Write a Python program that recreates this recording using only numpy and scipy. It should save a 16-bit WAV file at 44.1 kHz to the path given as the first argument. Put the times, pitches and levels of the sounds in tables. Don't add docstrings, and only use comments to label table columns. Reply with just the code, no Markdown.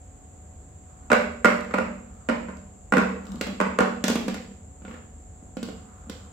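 import sys
import numpy as np
from scipy import signal
from scipy.fft import rfft, irfft, next_fast_len
from scipy.io import wavfile

SR = 44100
rng = np.random.default_rng(int(sys.argv[2]) if len(sys.argv) > 2 else 0)


def log_audio(samples):
    frames = np.atleast_2d(samples).T
    limited = np.clip(frames, -1, 1)
    pcm = np.round(limited * 32767).astype(np.int16)
    wavfile.write(sys.argv[1], SR, pcm)


N = 278712
BLOW_T = np.arange(SR // 8) / SR

# [f/Hz, level/dB, t60/s]
TABLE_BOARD_MODES = [(448, -4.5, 0.1), (486.6, 0.5, 0.063), (511, -12, 0.14), (590.2, -4, 0.099)]
# [f/Hz, level/dB]
BARREL_TICK = [(1500, -25), (3000, 2), (4800, 0.5), (6200, -1.5), (7500, 0.5), (9500, -10), (13000, -13.5),
               (16000, -18)]


def undb(db):
    return 10 ** (np.asarray(db) / 20)


def along(points, hz):
    f, value = np.transpose(points)
    return np.interp(np.log(hz + 1), np.log(f), value)


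def colour(x, points):
    size = 2 * next_fast_len(x.shape[-1])
    cepstrum = irfft(along(points, np.fft.rfftfreq(size, 1 / SR)) * np.log(10) / 20)
    cepstrum[1:size // 2] *= 2
    cepstrum[size // 2 + 1:] = 0
    return irfft(rfft(x, size) * np.exp(rfft(cepstrum)))[..., :x.shape[-1]]


def high_pass(x, hz):
    return signal.sosfilt(signal.butter(4, hz, "high", fs=SR, output="sos"), x)


def fade(t, t60):
    return np.exp(-np.log(1000) * t / t60)


def level(x, db):
    return x * undb(db) / np.sqrt(np.mean(x ** 2))


def unit(x):
    return x / np.sqrt(np.mean(x ** 2) * x.shape[-1] / (SR / 100))


def pan(db):
    return undb(np.array([[db], [-db]]) / 2)


def add(track, s, sound):
    start = int(s * SR)
    track[:, start:start + sound.shape[-1]] += sound[..., :N - start]


def diffuse(size, wide_hz):
    mid, side = rng.standard_normal((2, size))
    hz = np.fft.rfftfreq(size, 1 / SR)
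    apart = hz ** 2 / (hz ** 2 + wide_hz ** 2)
    pair = rfft(mid) + np.array([[1], [-1]]) * apart * rfft(side)
    return irfft(pair / np.hypot(1, apart), size)


def background(wide_hz, waver_db):
    # [f/Hz, relative level/dB]
    rumble_colour = [(20, -17.5), (36, -25), (48, -0.5), (62, -3.5), (80, 0.5), (98, -3.5), (120, -13.5),
                     (200, -12), (350, -21), (600, -20), (1000, -28.5), (2000, -36.5), (5000, -48),
                     (16000, -54.5)]
    whine_colour = [(5600, -32), (6250, -18), (6700, -5), (7100, -1.5), (7500, 3.5), (7900, -7),
                    (8400, -22.5), (9200, -41.5), (9950, -20), (10800, -49.5)]
    # [f/Hz, rms level/dB]
    hum_tones = [(74.7, -54), (151, -64), (277, -67), (441.4, -70), (739, -64)]
    rumble = level(colour(diffuse(N, wide_hz), rumble_colour), db=-47.5)
    t = np.arange(N) / SR
    knots = np.linspace(0, N / SR, 40)
    hum = np.zeros(N)
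    for hz, db in hum_tones:
        waver = waver_db * np.interp(t, knots, rng.standard_normal(len(knots)))
        hum += undb(db + waver) * np.sqrt(2) * np.sin(2 * np.pi * (hz * t + rng.random()))
    whine = level(colour(rng.standard_normal((2, N)), whine_colour), db=-56)
    return rumble + hum + pan(-1.0) * whine


def room(wide_hz, build_s, standing_db):
    # [f/Hz, t60/s]
    tail_decay = [(200, 0.75), (1000, 0.5), (3000, 0.5474), (7000, 0.47), (15000, 0.49)]
    # [f/Hz, level/dB]
    tail_colour = [(100, -15.5), (200, 1.5), (300, -5), (500, 1.5), (1000, 4), (2500, 4), (5000, 4),
                   (9000, -2), (15000, 1)]
    # [f/Hz, relative level/dB, t60/s]
    wall_modes = [(191.2, -2.5, 0.98), (233.8, -1.5, 0.86), (279.3, -12.5, 0.65), (523.6, 2.5, 0.38),
                  (592.7, -12.5, 0.72), (758.6, 4, 0.52), (1050, -6.5, 0.35), (1120, -18, .5),
                  (1185, 0.5, 0.25), (1430, 16.5, 0.12)]
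    t = np.arange(SR * 4 // 5) / SR
    size = 2 * SR
    hz = np.fft.rfftfreq(size, 1 / SR)
    noise = rfft(colour(diffuse(size, wide_hz), tail_colour))
    centres, band_t60 = np.transpose(tail_decay)
    band_gains = [along(list(zip(centres, share)), hz) for share in np.eye(len(centres))]
    bands = np.array([irfft(noise * gain) for gain in band_gains])
    decay = fade(t, band_t60[:, None]) * (1 - np.exp(-(t / build_s) ** 2))
    decay /= np.sqrt(np.mean(np.sum(decay ** 2, axis=1)))
    standing = sum(undb(standing_db + db) * np.cos(2 * np.pi * f * t) * fade(t, t60)
                   for f, db, t60 in wall_modes)

    def echo(sound, wet_db, waves_db):
        spot = int(rng.random() * SR)
        tail = np.einsum("bct,bt->ct", bands[:, :, spot:spot + len(t)], decay)
        direct = t == 0
        response = direct + undb(wet_db) * tail + undb(waves_db) * standing
        return signal.fftconvolve(sound, response, axes=1)
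    return echo


def ring(modes, scatter_db, apart, tilt_db=0):
    hz, db, t60 = np.transpose(modes)[:, :, None]
    strength, turn = rng.standard_normal((2, len(modes), 1))
    octaves = np.log2(hz / hz[0])
    envelopes = undb(db + scatter_db * strength + tilt_db * octaves) * fade(BLOW_T, t60)
    phase = 2 * np.pi * hz * BLOW_T
    pair = np.array([np.sum(-envelopes * np.sin(phase + side * apart * turn), axis=0)
                     for side in (1, -1)])
    contact_s = 0.00022
    return unit(pair * (1 - np.exp(-(BLOW_T / contact_s) ** 2)))


def crack(points, t60, shared):
    common, *own = rng.standard_normal((3, len(BLOW_T)))
    noise = np.sqrt(shared) * common + np.sqrt(1 - shared) * np.array(own)
    return unit(colour(noise * fade(BLOW_T, t60), points))


def thump(scatter_db, low_hz):
    # [f/Hz, level/dB, t60/s]
    thud_modes = [(199.3, -5.5, 0.25), (227, 8, 0.047), (264, 2, 0.041), (296, -10, 0.066)]
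    return unit(high_pass(ring(thud_modes, scatter_db, apart=0.14), low_hz))


def sliding(grain_db, attack_s, release_t60):
    # [t/s, length/s, level/dB]
    strokes = [(0.85, .25, -62.5), (2.033, 0.34, -61.5), (3.2, 0.23, -51.5), (4.847, 0.11, -51.5),
               (5.59, 1, -58.5)]
    # [f/Hz, relative level/dB]
    rub_colour = [(200, -18), (800, 5), (1300, 10), (1800, -4), (4000, -16), (9000, -22), (15000, -27)]
    t = np.arange(N) / SR
    effort = np.zeros(N)
    for s, length, db in strokes:
        swell = np.clip((t - s) / attack_s, 0, 1)
        effort += undb(db) * swell * fade(np.maximum(t - s - length, 0), release_t60)
    sizes = undb(grain_db * np.minimum(rng.exponential(size=N), 4))
    slips = rng.standard_normal((2, N)) * sizes * (rng.random(N) < .1)
    return level(colour(slips, rub_colour), db=0) * effort


def hands(echo):
    # [t/s, level/dB]
    shifts = [(1.608, -50), (1.6477, -57.5), (2.57, -59), (3.254, -59), (3.268, -54), (3.319, -50.5),
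              (3.3577, -52.5)]
    # [t/s, level/dB]
    bumps = [(3.291, -34), (3.344, -34.5), (3.525, -37.5), (4.204, -35), (4.818, -45), (5.425, -48.5),
             (5.708, -48.5), (6.069, -44.5)]
    out = np.zeros((2, N))
    for s, db in shifts:
        tick = undb(db) * crack(BARREL_TICK, t60=.015, shared=0.53)
        add(out, s, echo(tick, wet_db=-3.5, waves_db=-4))
    for s, db in bumps:
        thud = undb(db) * thump(scatter_db=13.5, low_hz=144)
        add(out, s, echo(thud, wet_db=3.5, waves_db=4.5))
    return out


def pen(db, weight_db, hardness_db):
    # [f/Hz, level/dB]
    clack_colour = [(200, -14.5), (420, 12.5), (700, 5.5), (1400, 6), (2200, 4.5), (3200, 0), (4500, -14),
                    (7000, -24), (12000, -83)]
    thud = thump(scatter_db=0, low_hz=173)
    board = undb(-7) * ring(TABLE_BOARD_MODES, scatter_db=14.5, apart=0.39, tilt_db=-36)
    clack = undb(db) * crack(clack_colour, t60=0.07, shared=0.39)
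    tick = undb(db + hardness_db) * crack(BARREL_TICK, t60=0.033, shared=0.36)
    return pan(-1.6) * undb(db + weight_db) * (thud + board) + pan(-2.0) * (clack + tick)


def rolling(echo, start_s, face_s, count):
    out = np.zeros((2, N))
    for face in range(count):
        tap = pen(db=-57.5 if face == 0 else -46.5, weight_db=3, hardness_db=-18.5)
        add(out, start_s + face * face_s, echo(tap, wet_db=-3, waves_db=2))
    return out


def clatter(echo):
    # [t/s, level/dB, weight on the table/dB, hardness of the contact/dB]
    hits = [(3.411, -29, -0.5, -4), (3.468, -36, 3, -8.5), (4.04, -27, 4, -0.5), (4.081, -27.5, -5, 0),
            (4.1, -33, 11, -1), (4.156, -30.5, 6.5, -5.5), (4.281, -33, 7, -5.5), (4.343, -38.5, -7, -4),
            (5.569, -43.5, 12.5, -6), (5.629, -45.5, 14.5, 5), (5.687, -48.5, 14, -5),
            (6.097, -43.5, 7.5, 2)]
    out = np.zeros((2, N))
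    for s, db, weight_db, hardness_db in hits:
        add(out, s, echo(pen(db, weight_db, hardness_db), wet_db=-2, waves_db=2))
    return out


def knock(s, db, weight_db):
    # [t/s, tilt/dB per octave]
    spot_tilt = [(1.1, 21), (1.5, 23.5), (2.3, -4), (2.95, -3), (3.8, -13.5)]
    # [f/Hz, level/dB, t60/s]
    clack_modes = [(759, -9, 0.081), (960.5, -0.5, 0.1), (1042, -1, 0.046), (1112, 8, 0.025),
                   (1214, 3.5, 0.046), (1304, 0, 0.079), (1387, 3.5, .05), (1484, 4, 0.044),
                   (1800, -27, .03), (2100, -21.5, 0.02), (2550, -11.5, 0.034)]
    # [f/Hz, level/dB]
    dense_colour = [(200, -40), (400, 2.5), (750, -6.5), (1050, 3.5), (1550, -8.5), (1900, -4),
                    (2700, -10.5), (3200, -26.5), (5000, -39), (10000, -67)]
    tick_colour = [(1500, -2.5), (3000, 2), (5000, -0.5), (6200, -2.5), (7800, 4), (9200, -10.5),
                   (12000, -12.5), (16000, -24)]
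    thud = undb(db + weight_db) * thump(scatter_db=2.5, low_hz=200)
    tilt_db = np.interp(s, *np.transpose(spot_tilt))
    board = undb(-3) * ring(TABLE_BOARD_MODES, scatter_db=6, apart=0.67, tilt_db=tilt_db)
    clack = undb(-6) * ring(clack_modes, scatter_db=4, apart=0.56)
    dense = undb(-2.5) * crack(dense_colour, t60=0.038, shared=0.05)
    table = undb(db) * high_pass(board + clack + dense, hz=270)
    tick_db = -13 + 1.24 * db
    tick = undb(tick_db) * crack(tick_colour, t60=0.028, shared=0.36)
    return pan(-1.7) * thud + pan(-3.0) * table + pan(-0.79) * tick


def bundle(echo):
    # [t/s, lag of the rest/s, level/dB, weight of the hand/dB]
    blows = [(1.102, 0.0029, -26, -5), (1.117, 0.013, -15, -10.5), (1.446, 0.0091, -14.5, -8.5),
             (1.709, 0.0023, -37.5, -19), (1.739, 0.0037, -24, -6.5), (1.783, 0.00204, -26, -2.5),
             (2.288, .008, -23.5, -2), (2.485, 0.0053, -39.5, -1), (2.923, .014, -20, -3.5),
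             (2.969, .012, -19, -2.5), (3.602, 0.0098, -21, -7), (3.664, 0.0046, -37.5, 1.5),
             (3.788, .017, -17.5, -8)]
    out = np.zeros((2, N))
    for s, lag, db, weight_db in blows:
        first = knock(s, db, weight_db)
        rest = knock(s, db - 1, weight_db + 4.5)
        for start, sound in ((s, first), (s + lag, rest)):
            add(out, start, echo(sound, wet_db=-2, waves_db=3))
    return out


def scene():
    echo = room(wide_hz=420, build_s=0.0074, standing_db=-58.5)
    pens = bundle(echo) + clatter(echo) + rolling(echo, start_s=4.82, face_s=.0301, count=5)
    handling = hands(echo) + sliding(grain_db=-0.5, attack_s=0.044, release_t60=.5)
    return pens + handling + background(wide_hz=250, waver_db=-1.5)


def record(dry):
    top_cut = signal.ellip(10, .1, 80, 16200, fs=SR, output="sos")
    return signal.sosfilt(top_cut, np.clip(dry, -1, 1))


dry = scene()
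out = record(dry)
log_audio(out)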